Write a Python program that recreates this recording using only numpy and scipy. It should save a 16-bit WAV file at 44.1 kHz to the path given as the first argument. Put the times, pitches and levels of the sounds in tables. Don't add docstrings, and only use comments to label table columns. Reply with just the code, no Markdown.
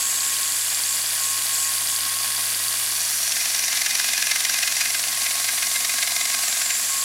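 import sys
import numpy as np
from scipy import signal
from scipy.fft import rfft, irfft
from scipy.io import wavfile
from scipy.ndimage import map_coordinates

SR = 44100
rng = np.random.default_rng(int(sys.argv[2]) if len(sys.argv) > 2 else 0)


def store_wav(level_fs):
    pcm = np.round(np.clip(np.atleast_2d(level_fs), -1, 1) * 32767)
    wavfile.write(sys.argv[1], SR, pcm.T.astype(np.int16))


N = 310464
TIME_S = np.arange(N) / SR
BITE_START_S, BITE_END_S = 2.86, 6.7

# time_s, level_db
BLADE_SONG = [(0, -30), (.7, -33), (1.4, -37.5), (2.1, -42), (4.9, -38), (5.6, -36), (6.2, -33.5),
              (7.04, -31.5)]
# time_s, slant (0 straight, 1 aslant)
BLADE_SLANT = [(0, 0), (4.75, 0.15), (5.3, 1), (6.5, 1), (7.04, 0.55)]
# pitch_hz, width_hz, relative_db
EDGE_MODES = [(4470, 180, -6), (5520, 200, -5), (5820, 130, 0), (6150, 250, -9), (6640, 250, -7)]


def from_db(db):
    return 10 ** (np.asarray(db) / 20)


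def rms_one(x):
    return x / np.sqrt(np.mean(x ** 2) + 1e-20)


def curve(points):
    return np.interp(TIME_S, *np.transpose(points))


def swell(start_s, end_s, attack_s, release_s):
    return np.clip(np.minimum((TIME_S - start_s) / attack_s, 1 - (TIME_S - end_s) / release_s), 0, 1)


def drift(rate_hz):
    hz = np.arange(N // 2 + 1) * SR / N
    return rms_one(irfft(rfft(rng.standard_normal(N)) / (1 + (hz / rate_hz) ** 2), N))


def tone(hz, waver):
    return np.sqrt(2) * np.sin(2 * np.pi * np.cumsum(hz * (1 + waver * drift(7))) / SR)


def colour(x, spectrum):
    hz, db = np.transpose(spectrum)
    bin_hz = np.arange(N // 2 + 1) * SR / N
    gain = from_db(np.interp(np.log(bin_hz + 1), np.log(hz), db))
    return rms_one(irfft(rfft(x) * gain, N))


def resonate(x, hz, width_hz):
    r = np.exp(-np.pi * width_hz / SR)
    poles = [1, -2 * r * np.cos(2 * np.pi * hz / SR), r * r]
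    return signal.lfilter(np.sqrt((1 - r * r) / 2) * np.array([1, 0, -1]), poles, x)


def body(x, modes):
    total = np.sqrt(sum(from_db(db) ** 2 for hz, width, db in modes))
    return sum(from_db(db) * resonate(x, hz, width) for hz, width, db in modes) / total


def belt_pattern(turns, points):
    pattern = rng.standard_normal(points)
    return rms_one(map_coordinates(pattern, [turns % 1 * points], order=3, mode="grid-wrap"))


def grit(turns, repeat, coarse_db):
    repeating = np.sqrt(repeat) * belt_pattern(turns, points=1990)
    noise = repeating + np.sqrt(1 - repeat) * rng.standard_normal(N)
    patches = (belt_pattern(turns, points=70) + drift(160)) / np.sqrt(2)
    return rms_one(noise * from_db(coarse_db * patches))


def taps(turns, place):
    return np.diff(np.floor(turns - place), prepend=np.floor(turns[0] - place))


def passing(turns, place, length):
    distance = (turns - place + .5) % 1 - .5
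    return np.exp(-.5 * (distance / length) ** 2)


def pressure():
    # time_s, pressure (0 to 1)
    push = [(3.15, 0), (3.35, 0.5), (3.6, 0.64), (3.85, .92), (4.3, 0.98), (4.8, 0.81), (5.02, 0.34),
            (5.3, 0.57), (5.85, 0.43), (6.1, 0.9), (6.45, 0.73), (6.72, 0.53), (6.86, 0.35), (7.04, 0.3)]
    return curve(push)


def bite():
    return swell(BITE_START_S, BITE_END_S, attack_s=.13, release_s=.58)


def pressed(full_db, power, aslant_db):
    return bite() * (pressure() + .014) ** power * from_db(full_db + aslant_db * curve(BLADE_SLANT))


def freshness(boost_db=2.5, fade_s=1):
    since_s = np.maximum(TIME_S - BITE_START_S, 0)
    return from_db(boost_db * np.exp(-(since_s / fade_s) ** 2))


def motor():
    # time_s, level_db
    hum_levels = [(0.1, -56), (0.14, -57), (0.77, -54.5), (2.64, -52), (3.79, -58), (5.37, -56),
                  (6.61, -60), (7.0, -58.5)]
    # multiple, level_db
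    orders = [(1, -80), (4, -64.5), (6, -69), (8, -62)]
    hum_hz, shaft_hz = 107.6, 59.2
    hum = from_db(curve(hum_levels) + .45 * drift(12)) * tone(hum_hz, waver=.001)
    return hum + sum(from_db(db) * tone(k * shaft_hz, waver=.0012) for k, db in orders)


def pulley_whine():
    # time_s, relative_db
    levels = [(0.0, -47), (0.08, -44.5), (0.63, -45.5), (0.8, -54), (0.92, -42), (1.1, -56), (1.19, -43),
              (2.39, -44.5), (2.47, -50), (2.69, -45), (2.82, -55), (2.94, -46), (3.14, -58), (3.24, -52.5),
              (6.41, -44), (6.57, -51), (6.61, -42.5), (6.88, -50.5), (6.92, -38.5), (7.04, -41)]
    return from_db(curve(levels) + 2 + 1.56 * drift(6.7)) * tone(hz=1087.2, waver=.0014)


def belt_rush(turns):
    # frequency_hz, relative_db
    spectrum = [(25, -66), (140, -21), (195, -20.5), (225, -14.5), (330, -13.5), (400, -23), (580, -13.5),
                (720, -7), (880, -12), (1050, -4.5), (1350, -11.5), (2000, -6), (4600, -5), (15000, -13.5)]
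    # pitch_hz, width_hz, relative_db
    frame_modes = [(1690, 160, 0), (1907, 41, -1), (2360, 250, -3.5), (2444, 14, -17), (2870, 16, -4.5),
                   (3380, 250, 2), (4540, 350, 4)]
    rush = from_db(-30.5) * colour(grit(turns, repeat=.34, coarse_db=3), spectrum)
    frame = from_db(-35.5) * body(grit(turns, repeat=.3, coarse_db=1), frame_modes)
    return (rush + frame) * from_db(-2.1 * pressure())


def splice_ticks(turns):
    # place_turns, pitch_hz, width_hz, relative_db
    contacts = [(0.992, 4650, 550, -17.5), (.2, 3800, 900, -28), (.278, 3400, 500, -27),
                (.578, 3350, 600, -23.5), (.585, 9500, 4000, -27), (.89, 3400, 600, -29)]
    ticks = 0
    for place, hz, width_hz, db in contacts:
        slap = 5 * taps(turns, place - .005)
        scuff = .5 * passing(turns, place, length=.02) * rng.standard_normal(N)
        ticks += resonate((slap + scuff) * from_db(db + .5 * drift(11)), hz, width_hz)
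    return ticks * from_db(-1.5 - 5.5 * bite())


def skimming(turns, hand_db):
    # frequency_hz, relative_db
    spectrum = [(1000, -28), (3000, -23), (5500, -6.5), (6600, -4.5), (8500, -1), (9000, 1.5), (10050, 3),
                (10500, 0), (11200, -1.5), (11900, -4.5), (12700, -4), (14000, -9), (15500, -13),
                (16000, -47)]
    song = from_db(curve(BLADE_SONG))
    level_db = -25 - 2 * pressure() - 1.5 * song / song.max() + .54 * hand_db
    return from_db(level_db) * colour(grit(turns, repeat=.2, coarse_db=1.24), spectrum)


def singing(turns):
    # pitch_hz, width_hz, relative_db
    blade_modes = [(6460, 12, -9), (6595, 10, -8), (7025, 8, -5), (7335, 20, -4), (7461, 10, -3),
                   (7690, 20, -9), (7767, 9, -6), (7899, 16, -3), (8203, 9, -7), (8553, 9, -10),
                   (8951, 30, -7), (9437, 9, -8), (11262, 14, -11)]
    # start_s, length_s, level_db
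    skates = [(0, 0.28, -31), (.43, 0.12, -33), (.63, .09, -39), (0.827, 0.083, -31), (1.182, 0.1, -28.5),
              (1.5, 0.14, -27.5), (1.864, 0.06, -30.5)]
    # frequency_hz, relative_db
    rasp_spectrum = [(3000, -56), (6200, -45), (6550, 5), (7200, -12), (7600, 5.5), (8150, -0.5),
                     (8600, -23), (14000, -45)]
    song = from_db(curve(BLADE_SONG))
    skate = sum(from_db(db) * swell(start, start + length, attack_s=.032, release_s=.094)
                for start, length, db in skates)
    drive = np.hypot(song, skate * from_db(-5)) * from_db(2)
    ring = body(drive * rng.standard_normal(N), blade_modes)
    honed = np.clip((TIME_S - BITE_START_S) / (BITE_END_S - BITE_START_S), 0, 1)
    whistle = song * from_db(-13.5 + 10 * honed + 3.5 * drift(14)) * tone(hz=7323, waver=.00071)
    rasp = colour(grit(turns, repeat=.093, coarse_db=2.5), rasp_spectrum)
    return ring + whistle + np.hypot(skate, song * from_db(-3)) * rasp


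def work_table(drive):
    # pitch_hz, width_hz, relative_db
    straight_modes = [(1640, 50, -6), (1705, 50, -3), (1985, 45, -4), (2062, 40, -2), (2295, 55, -5),
                      (2480, 22, -2), (2560, 60, -7), (2650, 90, -5), (2790, 90, -9)]
    # pitch_hz, width_hz, relative_db
    aslant_modes = [(1290, 220, -7), (1625, 45, -2), (2075, 45, -1), (2190, 140, -2), (2480, 30, -7),
                    (2620, 250, -6), (3550, 45, -7), (3870, 50, -6)]
    slant = curve(BLADE_SLANT)
    ring = body(drive * np.sqrt(1 - slant), straight_modes) + body(drive * np.sqrt(slant), aslant_modes)
    return signal.sosfilt(signal.butter(3, 1150, "high", fs=SR, output="sos"), ring)


def grinding(turns, hand_db, skim_db=-38.5):
    # frequency_hz, relative_db
    spectrum = [(150, -45), (550, -13), (800, 1), (1350, -11.5), (1700, 2.5), (2600, -13), (3100, -1),
                (3800, 7.5), (5200, 9), (7000, 6), (10000, -31), (16000, -30)]
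    cut = np.hypot(from_db(skim_db), pressed(full_db=-30.5, power=.64, aslant_db=-1.5))
    grind = cut * from_db(hand_db) * colour(grit(turns, repeat=.27, coarse_db=2.5), spectrum)
    shake = np.hypot(from_db(skim_db - 8), pressed(full_db=-36.5, power=1, aslant_db=0))
    table = work_table(shake * from_db(1.4 * hand_db) * grit(turns, repeat=.099, coarse_db=1.5))
    scrape = pressed(full_db=-33.5, power=.073, aslant_db=-5) * freshness() * from_db(hand_db)
    edge = body(scrape * grit(turns, repeat=.055, coarse_db=5.5), EDGE_MODES)
    return grind + table + edge


def bracket_drone(turns, hand_db):
    # pitch_hz, width_hz, relative_db
    modes = [(241, 12, -12), (686, 30, -3), (710, 14, 0)]
    shove = rms_one(taps(turns, place=.16)) + .2 * rng.standard_normal(N)
    gain = pressed(full_db=-48, power=.75, aslant_db=3.9) * from_db(.25 * hand_db)
    return body(gain * shove, modes)


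def hard_catches(width_s=.0046, delay_s=.0021):
    # time_s, relative_db
    catches = [(3.7244, -15), (3.8621, -7.5), (4.314, -6), (4.357, -9), (4.6296, -8), (4.6767, -9),
               (4.8104, -6), (4.8555, -10.5), (4.947, -11.5), (5.263, -12), (5.311, -13), (5.4464, -12),
               (5.487, -8), (5.58, -10.5), (5.6266, -10), (5.7598, -8.5), (5.849, -8.5), (5.896, -11),
               (5.9853, -9.5), (6.028, -5), (6.0746, -9.5), (6.2095, -9), (6.344, -8.5), (6.616, -11.5),
               (6.703, -10.5)]
    force = np.zeros(N)
    for time_s, db in catches:
        near = slice(int((time_s - .02) * SR), int((time_s + .02) * SR))
        force[near] = from_db(db - 11.5) * np.exp(-.5 * ((TIME_S[near] - time_s - delay_s) / width_s) ** 2)
    return force


def knocks(turns):
    # frequency_hz, relative_db
    spectrum = [(200, -41), (550, -30), (1200, -48), (1800, -0.5), (3000, -8), (3700, -2), (4700, -3.5),
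                (5800, -3.5), (7000, -8), (10000, -7), (16000, -19.5)]
    force = from_db(1.3 * drift(45))
    blow = force * passing(turns, place=.2, length=.025)
    drag = force * (passing(turns, place=.21, length=.056) + .3 * passing(turns, place=.049, length=.23))
    catches = hard_catches()
    crunch_gain = np.maximum(drag * pressed(full_db=-20, power=.64, aslant_db=-1.5), catches)
    crunch = crunch_gain * colour(grit(turns, repeat=.22, coarse_db=.1), spectrum)
    thump_gain = np.maximum(blow * pressed(full_db=-22.5, power=1, aslant_db=-1.2), catches * from_db(-3.5))
    thump = work_table(thump_gain * rng.standard_normal(N))
    ring_gain = drag * pressed(full_db=-25, power=.11, aslant_db=-4.5) * freshness()
    return crunch + thump + body(ring_gain * rng.standard_normal(N), EDGE_MODES)


def workshop(x, t60_s=.075):
    t = np.arange(SR // 2) / SR
    tail = rng.standard_normal(len(t)) * from_db(-60 * t / t60_s) * (t > .003)
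    return signal.fftconvolve(x, tail / np.sqrt(np.sum(tail ** 2)))[:N]


def scene(first_turn_s=.027):
    # time_s, turns_per_s
    belt_speed = [(0, 22.2), (3, 22.22), (3.7, 22.16), (4.5, 22.08), (5, 22.19), (6, 22.19), (7, 22.15)]
    speed = curve(belt_speed)
    turns = np.cumsum(speed) / SR - first_turn_s * speed[0]
    sander = belt_rush(turns) + splice_ticks(turns)
    hand_db = 1.3 * drift(9.5)
    sander += skimming(turns, hand_db) + grinding(turns, hand_db) + bracket_drone(turns, hand_db)
    sander += singing(turns) + knocks(turns)
    return np.tile(sander + from_db(-13.5) * workshop(sander) + motor() + pulley_whine(), (2, 1))


def record(dry, threshold_db=-23, squeeze=.43, follow_s=.015, ceiling=.8, cutoff_hz=15800):
    keep = np.exp(-1 / (follow_s * SR))
    level_db = 10 * np.log10(signal.lfilter([1 - keep], [1, -keep], dry[0] ** 2) + 1e-12)
    ducked = dry * from_db(-.25 - squeeze * np.maximum(level_db - threshold_db, 0))
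    rounded = ceiling * np.tanh(ducked / ceiling)
    return signal.sosfilt(signal.ellip(12, .1, 90, cutoff_hz, fs=SR, output="sos"), rounded)


dry = scene()
out = record(dry)
store_wav(out)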